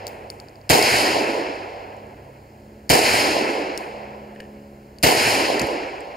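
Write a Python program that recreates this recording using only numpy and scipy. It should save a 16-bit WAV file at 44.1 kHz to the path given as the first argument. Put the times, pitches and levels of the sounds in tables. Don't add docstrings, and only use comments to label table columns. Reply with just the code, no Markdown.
import sys
import numpy as np
from scipy import signal
from scipy.fft import rfft, irfft
from scipy.io import wavfile

SR = 44100
rng = np.random.default_rng(int(sys.argv[2]) if len(sys.argv) > 2 else 0)


def amplitude_ratio(level_db):
    exponent = np.asarray(level_db, float) / 20
    return 10 ** exponent


def master_out(mix):
    frames = np.transpose(np.atleast_2d(mix))
    ceiling = np.clip(frames, -1, 1)
    pcm = np.round(ceiling * 32767).astype(np.int16)
    wavfile.write(sys.argv[1], SR, pcm)


N = 271656

# blast time in seconds, strength in dB.
SHOTS = [
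    (-1.0, -0.15),
    (.6974, 1.63),
    (2.8979, 1.5),
    (5.0321, 1.07),
]


def at_hz(points, hz):
    table_hz, values = np.transpose(points)
    return np.interp(np.log(hz), np.log(table_hz), values)


def band(x, low_hz, high_hz):
    sos = signal.butter(2, [low_hz, high_hz], "band", fs=SR, output="sos")
    return signal.sosfilt(sos, x + 1e-18)


def ring(clicks, hz, t60_s):
    r = amplitude_ratio(-60 / (t60_s * SR))
    w = 2 * np.pi * hz / SR
    return signal.lfilter([0, np.sin(w)], [1, -2 * r * np.cos(w), r * r], clicks + 1e-18)


def fade(clicks, t60_s):
    return signal.lfilter([1], [1, -amplitude_ratio(-60 / (t60_s * SR))], clicks + 1e-18)


def clicks_at(seconds, heights):
    out = np.zeros(N)
    at = np.round(np.asarray(seconds) * SR).astype(int)
    keep = (at >= 0) & (at < N)
    np.add.at(out, at[keep], np.asarray(heights)[keep])
    return out


def left_right(mid, side):
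    return mid + side * np.array([[1], [-1]])


def since_shot():
    t = np.arange(N) / SR
    starts = np.transpose(SHOTS)[0]
    last = np.searchsorted(starts, t) - 1
    return last, t - starts[last]


def crack_blast_and_echoes():
    # seconds after the blast, pulse peak in dB.
    near = [(.0006, -21), (.0036, -12), (.0066, -13), (.0096, -12), (.0126, -19), (.0166, -11),
            (.0206, -14), (.0321, -7), (.0366, -9), (.0396, -12), (.0446, -9), (.0516, -12), (.0556, -9),
            (.0596, -9), (.0676, -14), (.0786, -11), (.0856, -9), (.0926, -9), (.1176, -12)]
    # seconds after the blast, pulse peak in dB.
    far = [(0.141, -21), (.245, -12.5), (0.33, -28), (.469, -9), (.516, -20), (.696, -20.5), (.802, -25),
           (.949, -32), (1.054, -40)]
    crack_s, crack_db = -0.0044, -33
    burst_t60_s = 0.02
    near_s = np.append(crack_s, np.transpose(near)[0])
    all_s, all_db = np.vstack([[(crack_s, crack_db)], near, far]).T
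    lean = rng.uniform(-1, 1, len(all_s))

    def carried(crack_part_db, start_db, sag_db_per_s):
        return np.where(near_s < 0, crack_part_db, start_db - sag_db_per_s * near_s)

    def train(delays_s, heights):
        return sum(clicks_at(shot_s + delays_s, heights * amplitude_ratio(db)) for shot_s, db in SHOTS)

    def pulse(clicks):
        return band(ring(clicks, 713, 0.0055), 223, 1420)

    mid = pulse(train(all_s, amplitude_ratio(all_db + 1.9)))
    side = pulse(train(all_s, lean * amplitude_ratio(all_db + 4.5)))
    out = left_right(mid, side)

    thump_db = carried(-33, -19, 190) - 20
    thump = band(ring(train(near_s, amplitude_ratio(thump_db)), 230, 0.01), 68, 450)
    out = out + left_right(thump, -0.6 * thump)

    snap = ring(train(near_s[:1], amplitude_ratio([-17])), 4900, 0.0095)
    out = out + band(snap, 3000, 8000)

    rattle_db = carried(-17.5, -9, 64) - 2.5
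    hiss_db = carried(-18, -13.5, 112) - 3
    for db, low_hz, high_hz in [(rattle_db, 1000, 6000), (hiss_db, 6000, 15000)]:
        mid, side = band(rng.standard_normal((2, N)), low_hz, high_hz)
        envelope = np.sqrt(fade(train(near_s, amplitude_ratio(2 * db)), burst_t60_s / 2))
        out = out + envelope * left_right(mid, amplitude_ratio(-4) * side)
    return out


def gas_push():
    # seconds after the blast, peak in dB, Hz, t60 in seconds.
    pushes = [
        (.001, -15.5, 166, 0.046),
        (.005, -8, 114, 0.019),
        (0.013, -20, 70, .06),
        (0.035, -19, 140, 0.058),
        (.14, -30, 124, .1),
        (0.248, -34, 115, 0.083),
    ]
    shot_s, shot_db = np.transpose(SHOTS)
    mid = 0
    for late_s, peak_db, hz, t60_s in pushes:
        mid = mid + ring(clicks_at(shot_s + late_s, amplitude_ratio(shot_db + peak_db - 5)), hz, t60_s)
    mid = band(mid, 48, 500)
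    return left_right(mid, 0.71 * mid)


def roll_and_air():
    # seconds after the blast, level in dB.
    roll_curve = [(.02, -17), (.12, -20.5), (.17, -18), (.33, -20), (.55, -23.5), (.85, -31), (1.25, -40),
                  (1.9, -54), (2.2, -57)]
    # Hz, dB per band.
    roll_colour = [(30, -66), (70, -28.5), (120, -19.5), (190, -21.5), (280, -6), (450, 1), (900, 7),
                   (1500, -3), (2400, -0.5), (3500, -1), (4900, 4), (6800, -0.5), (10000, 4.5), (15500, -6)]
    # Hz, share.
    same_each_shot = [(100, .9), (600, .96), (2400, .6), (5000, .25), (10000, .1)]
    # Hz, dB.
    field_db = [(500, -2), (2400, 0.83), (4800, -3), (10500, -10.5)]
    # Hz, dB per second.
    air_loss = [(100, 12.5), (500, -2.6), (2400, 11), (4800, 26), (10500, 48)]
    # Hz, dB.
    slope_swell = [(120, 1), (300, 5.5), (700, -0.5), (2000, 0.9)]
    # Hz, dB.
    grass_dip = [(120, -2.8), (300, 4.5), (700, 5.5), (1500, .5)]
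    # Hz, level spread in dB.
    lump_spread = [(300, 2), (1000, 2.27), (3000, 1.05), (10000, 0.9)]
    # Hz, dB per band.
    air_colour = [(25, -25), (60, -1.5), (120, -10.5), (250, -1.5), (500, -1), (1000, -0.5), (2400, -10.5),
                  (5000, -11), (10000, -15), (15500, -11.5)]
    # Hz, dB.
    side_db = [(30, -12), (100, -11), (300, -13), (700, -7.5), (2000, -6.5), (3500, -11.5), (8000, -6),
               (14000, -8.5)]
    # Hz, share of the sum in the difference.
    lean_right = [(100, -.05), (300, -0.17), (700, -0.23), (1200, 0.026)]
    air_db, lean_lag_samples, lumps_per_s = -40.5, 18, 35
    loss_starts_s, loss_eases_s = 0.28, 2.43

    last, since_s = since_shot()
    roll_db = np.interp(since_s, *np.transpose(roll_curve)) + np.transpose(SHOTS)[1][last]
    far_s = np.maximum(since_s - loss_starts_s, 0)
    path_s = far_s / (1 + far_s / loss_eases_s)
    grass = np.exp(-((since_s - 0.24) / 0.1) ** 2)
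    slopes = np.exp(-((since_s - 0.64) / 0.28) ** 2)
    onset = 1 - np.exp(-since_s / 0.0017)
    lumps = [np.interp(since_s * lumps_per_s, np.arange(len(row)), row)
             for row in rng.standard_normal((8, 3 * lumps_per_s))]
    landscape = rng.standard_normal((2, 2, 3 * SR))[:, :, (since_s * SR).astype(int)]
    weather = rng.standard_normal((2, 2, N))

    edges_hz = 27 * 2 ** np.arange(0, 9.4, 1 / 3)
    out = 0
    for k, (low_hz, high_hz) in enumerate(zip(edges_hz, edges_hz[1:])):
        hz = np.sqrt(low_hz * high_hz)
        even = np.sqrt(SR / 2 / (high_hz - low_hz))
        level_db = roll_db + at_hz(field_db, hz) - at_hz(air_loss, hz) * path_s
        level_db = level_db + at_hz(slope_swell, hz) * slopes - at_hz(grass_dip, hz) * grass
        level_db = level_db + at_hz(lump_spread, hz) * lumps[k // 4]
        roll = onset * amplitude_ratio(level_db + at_hz(roll_colour, hz) - 13)
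        air = amplitude_ratio(at_hz(air_colour, hz) + air_db - 22.5)
        same = at_hz(same_each_shot, hz)
        fresh = np.sqrt(roll ** 2 * (1 - same ** 2) + air ** 2)
        repeated = same * roll * band(landscape[k % 2], low_hz, high_hz)
        mid, side = repeated + fresh * band(weather[k % 2], low_hz, high_hz)
        leaning = at_hz(lean_right, hz) * np.roll(mid, lean_lag_samples)
        out = out + even * left_right(mid, amplitude_ratio(at_hz(side_db, hz)) * side + leaning)
    return out


def casing(bounces, brass, fading, rings_db, pan_db):
    split_hz = 24
    noise = band(rng.standard_normal(N), 4300, 11500)
    out = np.zeros((2, N))
    pan = amplitude_ratio(np.array([[pan_db], [-pan_db]]) / 2)
    for s, tick_db, ring_db, tick_hz in bounces:
        start = round(s * SR)
        click = clicks_at([0], [amplitude_ratio(tick_db)])[:min(SR // 3, N - start)]
        stop = start + len(click)
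        hit = amplitude_ratio(2.5) * ring(click, tick_hz, 0.0046)
        soft = amplitude_ratio(fading * (tick_db - bounces[0][1]))
        hiss = amplitude_ratio(-6.0) * fade(click, 0.015) + amplitude_ratio(-32.5) * fade(click, 0.65)
        hit = hit + soft * noise[start:stop] * hiss
        for db, (hz, t60_s) in zip(rings_db, brass):
            tone = ring(click, hz, t60_s / 4) + 0.35 * ring(click, hz, t60_s)
            tone = tone + 0.3 * ring(click, hz + split_hz, t60_s)
            hit = hit + amplitude_ratio(ring_db + db - 7) * tone
        out[:, start:stop] += hit * pan
    return out


def brass_cases():
    # start in seconds, tick peak in dB, ring in dB above it, tick Hz.
    first_case = [(.0685, -25, -18, 4640), (.0775, -32.5, -10, 6000), (.080, -32, -11, 4800),
                  (.3018, -26, -22, 4740), (.4006, -32, -30, 4630), (.4854, -40, -32, 4700),
                  (.495, -52, -30, 6940), (.5567, -44, -26, 4780), (.6146, -48, -30, 4700)]
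    later_cases = [
        (3.7764, -18, -25, 5570),
        (5.5953, -15.5, -24, 4630),
        (6.0063, -39, -33, 8200),
    ]
    case_on_edge = [
        (5.6167, -23, -17, 6300),
        (5.668, -46, 5, 6800),
    ]
    # Hz, t60 in seconds.
    first_brass = [(15170, .2), (11280, .2)]
    later_brass = [(14970, .14), (11710, .12)]
    out = casing(first_case, first_brass, fading=0.95, rings_db=(0, -11), pan_db=9)
    out = out + casing(later_cases, later_brass, fading=0, rings_db=(0, -19), pan_db=5.0)
    return out + casing(case_on_edge, later_brass, fading=0, rings_db=(-28, 0), pan_db=12.0)


def dry_ticks():
    # start in seconds, peak in dB, Hz.
    ticks = [(0.826, -10, 4900), (1.967, -53, 6850), (2.068, -59, 7050), (2.109, -63, 7000),
             (4.351, -57, 9500), (4.4037, -36.5, 4600), (4.408, -57, 7600), (4.9856, -36.5, 4660),
             (5.598, -22, 4900)]
    bounces = [(s, db, 0, hz) for s, db, hz in ticks]
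    return casing(bounces, [], fading=0, rings_db=(), pan_db=6.0)


def board():
    # start in seconds, peak in dB.
    knocks = [(4.353, -42), (4.361, -32), (4.402, -24.5), (4.4044, -25), (4.408, -32), (4.414, -43),
              (4.421, -35), (4.430, -37), (4.439, -38), (4.453, -38), (5.619, -20)]
    # Hz, level in dB, t60 in seconds.
    modes = [(577, -3, 0.048), (1815, -0.5, 0.024), (2260, -5, 0.007), (2900, -6, 0.012)]
    s, peak_db = np.transpose(knocks)
    mid = sum(ring(clicks_at(s, amplitude_ratio(peak_db + db - 9)), hz, t60_s) for hz, db, t60_s in modes)
    return left_right(mid, 0.27 * mid)


def thud():
    # start in seconds, peak in dB, Hz.
    landings = [
        (5.613, -23, 212),
        (5.625, -28.5, 130),
        (5.639, -30, 85),
    ]
    return sum(band(ring(clicks_at([s], [amplitude_ratio(db - 1)]), hz, 0.066), 40, 400) for s, db, hz in landings)


def engine_and_hums():
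    # time in seconds, level in dB.
    third_order = [(0, -57), (.3, -50.5), (.65, -63), (1.5, -62), (2.1, -47.5), (2.35, -61.5),
                   (2.68, -45.5), (3.3, -53.5), (4.0, -44), (4.55, -42), (4.95, -49), (6.16, -70)]
    # multiple of the turning rate, level in dB.
    orders = [(1, -11), (2, -17), (3, -1), (4, -12), (5, -9.5), (6, -8.5), (8, -7.5)]
    hum_hz = [100.2, 132.5]
    hum_level = [-54, -57.5]
    t = np.arange(N) / SR
    third_db = np.interp(t, *np.transpose(third_order))
    duck_db = 16 * np.exp(-(since_shot()[1] / 0.65) ** 2)
    run_down_db = 9 * np.clip((t - 2.63) / 0.37, 0, 1)
    hum_db = [hum_level[0] - run_down_db - duck_db, hum_level[1] - duck_db]

    def waver(depth_db):
        return depth_db * np.interp(t, np.arange(60) / 9, rng.standard_normal(60))

    third_hz = 216.6 - 1.3 * t
    turn = 2 * np.pi * np.cumsum(third_hz) / 3 / SR
    out = np.zeros(N)
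    for order, db in orders:
        out += amplitude_ratio(third_db + db - 4.5 + waver(0.84)) * np.sin(order * turn + order)
    for hz, db in zip(hum_hz, hum_db):
        out += amplitude_ratio(db - 2.0 + waver(3.2)) * np.sin(2 * np.pi * hz * t)
    return out


def scene():
    shots = crack_blast_and_echoes() + gas_push() + roll_and_air()
    small_hits = brass_cases() + dry_ticks() + board() + thud()
    return shots + small_hits + engine_and_hums()


def top_cut(x):
    return signal.sosfilt(signal.butter(12, 16620, fs=SR, output="sos"), x)


def record(dry):
    cross_s, cross_share, cross_cut_hz = 0.0004194, 0.82, 4300
    hz = np.arange(N // 2 + 1) * SR / N
    delay = np.exp(-2j * np.pi * hz * cross_s)
    cross = cross_share * delay / np.sqrt(1 + (hz / cross_cut_hz) ** 2)
    mixed = dry + irfft(rfft(dry[::-1]) * cross, N)
    limited = 1.051 * np.tanh(mixed / 0.87)
    low_pass = signal.ellip(8, 0.5, 36, 15700, fs=SR, output="sos")
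    return top_cut(signal.sosfilt(low_pass, limited))


dry = scene()
out = record(dry)
master_out(out)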